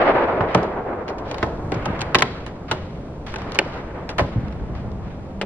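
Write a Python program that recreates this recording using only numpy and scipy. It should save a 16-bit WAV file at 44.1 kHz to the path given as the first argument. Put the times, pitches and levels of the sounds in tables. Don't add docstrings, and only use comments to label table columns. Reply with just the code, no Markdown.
import sys
import numpy as np
from scipy import signal
from scipy.fft import rfft, irfft
from scipy.io import wavfile
from scipy.ndimage import uniform_filter1d, minimum_filter1d

SR = 44100
rng = np.random.default_rng(int(sys.argv[2]) if len(sys.argv) > 2 else 0)


def unload_audio(sound):
    columns = np.transpose(np.atleast_2d(sound))
    steps = np.round(np.clip(columns, -1, 1) * 32767)
    wavfile.write(sys.argv[1], SR, steps.astype(np.int16))


N = 240653
HIT_SIZE = SR // 7
MODE_SPREAD_DB = 1.5

# f/Hz, level/dB before the sqrt(t60) weight, t60/s
CLACK_MODES = [(674, -0.5, 0.042), (770, 4.5, 0.037), (923, 13.5, 0.029), (980, 2, 0.021),
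               (1180, 2.5, 0.023), (1300, -1, 0.032), (1480, 2, 0.019), (1644, 6.5, 0.024), (1760, 3, .025),
               (1930, -14.5, 0.019), (2500, 2, 0.011), (2700, -2, .02), (3380, -8, 0.044),
               (3990, -16.5, .035)]
# f/Hz, level/dB
CRACK_COLOUR = [(500, -20), (1500, -28), (2900, 12), (4200, 6), (6000, -2.5), (8000, -13.5), (11000, -24),
                (14000, -32.5), (16000, -31)]


def from_db(db):
    return 10 ** (np.asarray(db) / 20)


def in_time(rows):
    return from_db(np.interp(np.arange(N) / SR, *np.transpose(rows)))


def at_hz(points, hz):
    freqs, values = np.transpose(points)
    return np.interp(np.log(np.maximum(hz, 1)), np.log(freqs), values)


def colour(x, points):
    size = 4096
    gains = from_db(at_hz(points, np.arange(size // 2 + 1) * SR / size))
    cepstrum = irfft(np.log(gains))
    cepstrum[1:size // 2] *= 2
    cepstrum[size // 2 + 1:] = 0
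    response = irfft(np.exp(rfft(cepstrum)))
    response = response.reshape((1,) * (x.ndim - 1) + (-1,))
    return signal.fftconvolve(x, response)[..., :x.shape[-1]]


def band(x, low_hz, high_hz):
    edges_hz = [low_hz, min(high_hz, SR / 2 - 1000)]
    return signal.sosfilt(signal.butter(2, edges_hz, "band", fs=SR, output="sos"), x)


def drift(rate):
    steps = np.arange(N) / SR * rate
    return np.interp(steps, np.arange(N // 10), rng.standard_normal(N // 10))


def noise(points):
    x = colour(rng.standard_normal((2, N)), points)
    return x / x.std()


def swell(start_s, rise_s, hold_s, fall_db_per_s):
    t = np.arange(N) / SR - start_s
    rise = np.clip(t / max(rise_s, 1e-3), 0, 1)
    return rise * from_db(-fall_db_per_s * np.maximum(t - rise_s - hold_s, 0))


def dying(t60):
    return from_db(-60 * np.arange(HIT_SIZE) / SR / max(t60, 1e-3))


def rising(rise_s):
    return np.minimum(np.arange(HIT_SIZE) / SR / rise_s, 1)


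def at_level(hit, db):
    rms_over_10_ms = np.sqrt(np.sum(hit ** 2, axis=-1, keepdims=True) / (SR / 100))
    return hit * from_db(db) / rms_over_10_ms


def add(track, s, hit):
    start = round(s * SR)
    track[:, start:start + HIT_SIZE] += hit[:, :N - start]


def contact(chatter_s, chatter_db, uneven_db=5.0, bumps_per_s=700):
    steps = np.arange(HIT_SIZE) / SR * bumps_per_s
    bumps = np.interp(steps, np.arange(HIT_SIZE), rng.standard_normal(HIT_SIZE))
    chatter = rng.standard_normal((2, HIT_SIZE)) * dying(chatter_s) * from_db(uneven_db * bumps)
    force = from_db(chatter_db) * chatter / np.linalg.norm(chatter, axis=1, keepdims=True)
    force[:, 0] += [1, rng.choice([-1, 1])]
    return force


def ring(force, modes, vary_db, tilt_db=0):
    out = 0
    for hz, db, t60 in modes:
        r = np.exp(-np.log(1000) / (abs(t60) * SR))
        mode = signal.lfilter([1, 0, -1], [1, -2 * r * np.cos(2 * np.pi * hz / SR), r * r], force)
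        tilted_db = db + tilt_db * np.log2(hz / modes[0][0])
        share_db = tilted_db + vary_db * rng.standard_normal((2, 1))
        out = out + np.sqrt(abs(t60)) * at_level(mode, share_db)
    top_hz = min(1.3 * modes[-1][0], 16000)
    return signal.sosfilt(signal.butter(4, top_hz, fs=SR, output="sos"), out)


def retuned(modes, ratio):
    return [(hz * ratio, db, t60) for hz, db, t60 in modes]


def crowded_modes(t60, centre_hz):
    crowd = rng.standard_normal((2, HIT_SIZE)) * dying(t60)
    return band(band(crowd, centre_hz / 3.3, centre_hz * 1.1), 530, 4300)


def far_roar(dulling_db_per_s=23.5, roll_db=2.5):
    # start t/s, rise/s, hold/s, level/dB, fall/(dB per s)
    waves = [(-.02, 0.021, 0.023, -16.5, 10), (0.029, 0.028, 0.06, -17.5, 394.5),
             (1.697, 0.15, 0.24, -34, 27), (3.283, 0.091, 0.52, -36.5, 5.5)]
    # f/Hz, level/dB
    roar_colour = [(100, -37.5), (200, -10), (330, -1.5), (480, 1.5), (630, 1), (780, -1.5), (950, -3),
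                   (1400, -7.5), (2300, -16.5), (3200, -29), (5000, -44), (7000, -68), (10000, -78),
                   (16000, -90)]
    power = treble_power = 0
    for s, rise_s, hold_s, db, fall_db_per_s in waves:
        wave = from_db(db) * swell(s, rise_s, hold_s, fall_db_per_s)
        treble_wave = from_db(db) * swell(s, rise_s, hold_s, fall_db_per_s + dulling_db_per_s)
        power = power + wave ** 2
        treble_power = treble_power + treble_wave ** 2
    roar = noise(roar_colour)
    low = signal.sosfiltfilt(signal.butter(1, 1300, fs=SR, output="sos"), roar)
    rolling = from_db(roll_db * drift(45))
    return rolling * (np.sqrt(power) * low + np.sqrt(treble_power) * (roar - low))


def air(level_db=2.0):
    # t/s, level/dB before level_db is added
    rumble_curve = [(0, -34), (1.1, -38.5), (1.7, -30), (2.5, -35.5), (3.0, -33.5), (3.9, -34), (5.46, -35)]
    # f/Hz, level/dB
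    air_colour = [(15, -3.5), (30, -7.5), (48, -0.5), (90, -1), (180, -3), (300, -8.5), (550, -13),
                  (950, -21), (1500, -33.5), (3000, -45.5), (6000, -55.5), (10000, -64.5), (16000, -89.5)]
    return from_db(level_db) * in_time(rumble_curve) * noise(air_colour)


def boom(hz, db):
    deck = [(hz * 0.7, -5, .14), (hz, 0, .09), (hz * 1.346, -4, .07), (hz * 3.5, -10, .05)]
    force = contact(0.078, chatter_db=2.0, uneven_db=3.0)
    return at_level(band(ring(force, deck, vary_db=MODE_SPREAD_DB), 57, 300), db)


def footfalls():
    # t/s, level/dB, boom f/Hz
    thuds = [(0.406, -19, 94), (.551, -12, 176), (0.601, -25, 126), (1.764, -25, 105), (1.901, -21.5, 110),
             (4.209, -24, 264), (4.212, -15.5, 89), (4.359, -15.5, 117), (4.377, -20.5, 80.6),
             (4.433, -21.5, 142), (4.752, -26, 97), (4.843, -26, 75)]
    # t/s, level/dB
    heels = [(0.407, -23), (.552, -12)]
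    # f/Hz, level/dB before the sqrt(t60) weight, t60/s
    heel_modes = [(368, -6.5, 0.012), (487, 1, 0.023), (580, 3.5, 0.021), (804, -7, 0.017),
                  (1063, 1.5, 0.022)]
    out = np.zeros((2, N))
    for s, db, hz in thuds:
        add(out, s, boom(hz, db))
    for s, db in heels:
        force = contact(.012, chatter_db=3.0)
        knock = ring(force, heel_modes, vary_db=MODE_SPREAD_DB)
        add(out, s, at_level(band(knock, 120, 2100), db))
    return out


def first_contact(hardness, pulse_hz=1400, octaves_per_tilt=0.11, t60=0.0018):
    hz = pulse_hz * 2 ** (octaves_per_tilt * hardness)
    pulse = np.sin(2 * np.pi * hz * np.arange(HIT_SIZE) / SR) * dying(t60)
    return band(pulse, 440, 3600) * np.array([[1], [0]])


def frame_rumble(db, low_hz=130, high_hz=520, t60=0.24, rise_s=0.0081):
    rough = rng.standard_normal((2, HIT_SIZE)) * rising(rise_s) * dying(t60)
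    return at_level(band(rough, low_hz, high_hz), db)


def knocks(dense_db=-3.0, sparse_db=-5.0, ring_s=0.014):
    # t/s, push gain/dB, crack level/dB, clack level/dB before sparse_db or
    # dense_db, plank level/dB, deck boom level/dB, frame rumble level/dB, contact chatter t60/s,
    # hardness as clack tilt/(dB per octave), clack pitch ratio, plank pitch ratio
    boards = [ (.408, -6, -62, -22, -27.5, -49, -38, 0.054, -3, 0.56, 2.7),
              (0.5471, -1.5, -25, -17, -18.5, -23.5, -20, 0.029, -1, 1, 1.42),
              (1.428, -14, -39, -18, -17.5, -26, -22.5, 0.041, -1.5, 1.06, 1),
              (1.7195, -19, -35, -25.5, -19.5, -28, -25, 0.035, -0.5, 1.1, 1.13),
              (1.859, -19, -41, -24.5, -29, -27, -32.5, .025, -3, 0.93, 1.1),
              (2.1464, 1, -21, -14.5, -33, -27, -30, .012, 2, 1.15, 1),
              (2.1517, 10, -20.5, -11.5, -18, -34, -20.5, 0.024, 3, 1.08, 1.05),
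              (2.222, 11, -19, -12.5, -25.5, -32, -26, 0.016, 1.5, 1.04, 1.04),
              (2.713, -2.5, -24.5, -18, -26.5, -27, -23, 0.06, -1, 1.02, 2.08),
              (4.1829, -16, -26.5, -17.5, -22, -30, -25, 0.095, 0, 1.06, 1),
              (4.194, -10, -33, -14.5, -19.5, -25, -33, 0.044, -4, 1.1, 2.29),
              (4.207, -18, -45, -23, -33, -36, -21.5, .025, -16, 1.17, .98)]
    # f/Hz, level/dB before the sqrt(t60) weight, t60/s
    plank_modes = [(258, -8.5, 0.072), (357, -3.5, 0.031), (422, -14.5, 0.054), (497, -16, 0.01),
                   (676, -4.5, 0.029)]
    plank_lag_s, boom_lag_s, deck_hz = 0.0017, 0.0059, 124
    out = np.zeros((2, N))
    for (s, push_db, crack_db, clack_db, plank_db, boom_db, rumble_db,
         chatter_s, tilt, clack_ratio, plank_ratio) in boards:
        force = contact(chatter_s, chatter_db=7.5)
        clack = ring(force, retuned(CLACK_MODES, clack_ratio), vary_db=MODE_SPREAD_DB, tilt_db=tilt)
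        plank = ring(force, retuned(plank_modes, plank_ratio), vary_db=MODE_SPREAD_DB)
        centre_hz = np.clip(1650 * np.exp(0.21 * tilt), 700, 3000)
        crowd = crowded_modes(chatter_s + ring_s, centre_hz)
        add(out, s, first_contact(tilt) * from_db(push_db))
        add(out, s, at_level(colour(force, CRACK_COLOUR), crack_db))
        add(out, s, at_level(clack, clack_db + sparse_db))
        add(out, s, at_level(crowd, clack_db + dense_db))
        add(out, s + plank_lag_s, at_level(band(plank, 140, 1000), plank_db))
        add(out, s + boom_lag_s, boom(deck_hz, boom_db) + frame_rumble(rumble_db))
    return out


def forest(x, near_db=-5.0, near_t60=0.015, absorbed_db_per_khz=4.5):
    # f/Hz, level/dB, t60/s
    trunks = [(240, -8, 0.48), (422, -8, 0.21), (830, -12, 0.22), (1590, -18.5, 0.35), (3900, -16.5, 0.56),
              (6400, -25.5, 0.29), (12000, -35, .3)]
    t = np.arange(SR) / SR
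    response = 0
    for hz, db, t60 in trunks:
        far = from_db(-60 * t / t60) * (1 - np.exp(-t / .015))
        near = from_db(-60 * t / near_t60) * (t > .004)
        reflected_db = near_db - absorbed_db_per_khz * hz / 1000
        far_shape = from_db(db) * far / np.linalg.norm(far)
        near_shape = from_db(reflected_db) * near / np.linalg.norm(near)
        scatter = band(rng.standard_normal((2, SR)), hz / np.sqrt(2), hz * np.sqrt(2))
        response = response + scatter * (far_shape + near_shape)
    return signal.fftconvolve(x[:1], response, axes=1)[:, :N]


def crinkles(per_s=900, size_db=2.0):
    crease_hz = [1500, 2000, 2600, 3300, 4200]
    out = 0
    for hz in crease_hz:
        pops = rng.random(N) < per_s / len(crease_hz) / SR
        sizes = from_db(size_db * np.minimum(rng.exponential(1, N), 3))
        clicks = pops * sizes * rng.standard_normal((2, N))
        out = out + band(clicks, hz / np.sqrt(2), hz * np.sqrt(2)) / hz
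    return out / out.std()


def jacket(grain_db=1.5, catch_db=0.5, crinkle_db=-6.0):
    # start t/s, rise/s, hold/s, level/dB, scratchiness as treble/dB above the stroke level, fall/(dB per s)
    rubs = [(0.465, 0.025, 0.067, -30.5, -9, 87), (1.23, 0.063, .015, -43, 9.5, 114),
            (1.36, .033, 0.053, -48, 12.5, 98), (1.72, 0.013, 0.3, -36.5, -8.5, 86),
            (2.238, 0.026, 0.11, -42.5, 3.5, 70), (2.679, .004, 0.014, -40, 5.5, 52),
            (3.262, 0.0036, 0.027, -42, 11, 112), (3.376, .01, 0.051, -41.5, 4, 86),
            (3.45, 0.077, 0.16, -43, 6.5, 86), (3.706, 0.035, .045, -41.5, 5, 327),
            (4.193, 0.025, .045, -44, 7.5, 86), (4.302, 0.036, 0.06, -44, -2.5, 31),
            (4.745, .01, 0.053, -47.5, 3.5, 220), (5.01, .019, 0.095, -50, 1, 81)]
    # f/Hz, level/dB
    cloth_colour = [(200, 2.5), (600, 3), (1200, 8), (2300, -0.5), (3500, -10.5), (5000, -19.5),
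                    (7000, -36.5), (10000, -53.5), (16000, -53.5)]
    stir_db, stir_scratch_db = -58.5, 7
    power = from_db(stir_db) ** 2
    treble_power = from_db(stir_db + stir_scratch_db) ** 2
    for s, rise_s, hold_s, db, scratch_db, fall_db_per_s in rubs:
        stroke = from_db(db) * swell(s, rise_s, hold_s, fall_db_per_s)
        power = power + stroke ** 2
        treble_power = treble_power + (stroke * from_db(scratch_db)) ** 2
    cloth = noise(cloth_colour)
    body = signal.sosfiltfilt(signal.butter(2, 3200, fs=SR, output="sos"), cloth)
    catches = from_db(catch_db * drift(500))
    treble = (cloth - body) * catches / np.sqrt(np.mean(catches ** 2))
    treble = treble + from_db(crinkle_db) * treble.std() * crinkles()
    grain = from_db(grain_db * drift(120))
    return grain * (np.sqrt(power) * body + np.sqrt(treble_power) * treble)


def gear_ticks(crack_db=-11.0, clack_db=-6.0, dense_db=-9.5, centre_hz=2000, ring_s=0.025,
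               pitch_spread=0.23):
    # t/s, level/dB before the part offsets, contact chatter t60/s,
    # brightness/dB (raises the crack in full, lowers the clack by half)
    ticks = [(0.577, -32, 0.0092, -1), (0.631, -35.5, 0.065, 3.5), (1.08, -27.5, 0.092, -1.5),
             (1.183, -36.5, 0.093, -0.5), (1.313, -28.5, 0.028, 1), (1.343, -29.5, 0.031, 0.5),
             (1.382, -31.5, 0.032, 2.5), (1.742, -35, 0.031, -9), (1.8563, -26, 0.038, 2.5),
             (1.992, -38, 0.022, -13), (2.008, -31.5, 0.019, 7.5), (2.016, -23, 0.019, 3),
             (2.023, -33, 0.015, 2), (2.1863, -31, 0.037, 14), (2.1915, -23, 0.024, -0.5),
             (2.201, -37, 0.0099, 9), (2.207, -24, 0.0093, 3), (2.464, -30, 0.075, 1),
             (2.747, -46, 0.014, -6), (3.266, -33.5, 0.083, 1.5), (3.34, -27.5, 0.015, -2),
             (3.359, -26.5, 0.017, -1.5), (3.384, -43, .025, 5), (3.4182, -40, .012, 2),
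             (3.442, -45, .02, -8), (3.494, -46, .02, -1), (3.520, -34.5, 0.011, 5.5),
             (3.546, -33, 0.024, 5), (3.555, -28.5, .04, 0), (4.0911, -25, 0.078, 0.5),
             (4.482, -45, 0.0092, 1), (4.525, -45, 0.021, 1.5), (4.75, -38.5, 0.11, -0.5),
             (4.917, -52, .012, 6)]
    out = np.zeros((2, N))
    for s, db, chatter_s, bright_db in ticks:
        force = contact(chatter_s, chatter_db=15.0)
        modes = retuned(CLACK_MODES, np.exp(pitch_spread * rng.uniform(-1, 1)))
        clack = ring(force, modes, vary_db=MODE_SPREAD_DB)
        crowd = crowded_modes(chatter_s + ring_s, centre_hz)
        add(out, s, at_level(colour(force, CRACK_COLOUR), db + crack_db + bright_db))
        add(out, s, at_level(clack, db + clack_db - bright_db / 2))
        add(out, s, at_level(crowd, db + dense_db - bright_db / 2))
    return out


def bow_snap(side_db=-4.5, rattle_hz=2500, rattle_s=0.068, crack_db=-16.0, build_s=0.001):
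    # t/s, ring level/dB, hollow body level/dB,
    # rattle level/dB, contact chatter t60/s, pitch ratio
    snaps = [(3.5887, -10, -16.5, -24, 0.0089, 1), (5.4133, -29, -25.5, -26, 0.036, 1.12)]
    # t/s, level/dB before side_db narrows the side
    jolts = [(3.599, -21.5), (3.616, -24.5), (5.432, -25.5)]
    # f/Hz, level/dB before the sqrt(t60) weight, t60/s
    fitting_modes = [(800, -18, 0.023), (1550, -3.5, 0.036), (1840, 6.5, 0.018), (2390, 3, 0.014),
                     (2562, 13, 0.012), (2825, 0, 0.02), (4350, -1, 0.016), (5200, -14, .012),
                     (7020, -18, .006)]
    # f/Hz, level/dB before the sqrt(t60) weight, t60/s
    body_modes = [(247, -1, 0.033), (397, 12.5, 0.042), (522, 9, 0.035), (690, -2.5, 0.042),
                  (860, -8, 0.017)]
    out = np.zeros((2, N))
    for s, ring_db, body_db, rattle_db, chatter_s, ratio in snaps:
        force = contact(chatter_s, chatter_db=-12.0)
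        jolt = contact(0.03, chatter_db=-1.0)
        fitting = ring(force, retuned(fitting_modes, ratio), vary_db=MODE_SPREAD_DB)
        body = ring(jolt, retuned(body_modes, ratio), vary_db=MODE_SPREAD_DB)
        crack = band(force * rising(build_s), 1300, 6300)
        add(out, s, at_level(fitting * rising(build_s), ring_db))
        add(out, s, at_level(crack, ring_db + crack_db))
        add(out, s, at_level(crowded_modes(rattle_s, rattle_hz), rattle_db))
        add(out, s + 0.00112, at_level(body, body_db))
    for s, db in jolts:
        jolt = contact(0.03, chatter_db=-1.0)
        add(out, s, at_level(ring(jolt, body_modes, vary_db=MODE_SPREAD_DB), db))
    return out * from_db([[0], [side_db]])


def breeze(side_db=-10.0):
    start_s, rise_s, hold_s, fall_db_per_s, gust_db = 4.26, 0.22, 0.39, 25, -30.5
    mid, side = noise([(20, -35), (50, 5.0), (90, -5.5), (170, -4.5), (300, -19.0), (600, -34.0),
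                       (2000, -61), (8000, -85.5)])
    buffet = np.array([mid + from_db(side_db) * side, mid - from_db(side_db) * side])
    lumps = from_db(2 * drift(19))
    return from_db(gust_db) * swell(start_s, rise_s, hold_s, fall_db_per_s) * lumps * buffet


def drone(pitch_hz=192.5, waver=0.0202):
    # start t/s, level/dB
    swells = [(4.75, -32.5), (5.25, -31)]
    rise_s, fall_db_per_s = 0.18, 65
    level = sum(from_db(db) * swell(s, rise_s, 0, fall_db_per_s) for s, db in swells)
    phase = 2 * np.pi * np.cumsum(pitch_hz * (1 + waver * drift(23))) / SR
    return level * from_db(1.8 * drift(10)) * np.sin(phase)


def scene(snap_echo_db=-10.5):
    # f/Hz, side gain/dB
    width = [(40, -35), (130, -26), (300, -16.5), (650, -11), (1100, -6), (2000, -2), (3200, 1.5),
             (5000, 5), (8000, 10), (15000, 8)]
    deck = knocks() + gear_ticks() + footfalls()
    snap = bow_snap()
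    echoes = forest(deck + from_db(snap_echo_db) * snap)
    mid, side = deck + snap + echoes + jacket() + far_roar() + air()
    side = colour(side, width)
    return np.array([mid + side, mid - side]) + breeze() + drone()


def record(dry, ceiling=1.2, cutoff_hz=16000):
    gain = 1 / np.maximum(np.abs(dry).max(axis=0) / ceiling, 1)
    limited = dry * uniform_filter1d(minimum_filter1d(gain, size=25), size=25)
    clipped = limited / (1 + limited ** 8) ** (1 / 8)
    return signal.sosfilt(signal.ellip(10, .1, 80, cutoff_hz, fs=SR, output="sos"), clipped)


dry = scene()
out = record(dry)
unload_audio(out)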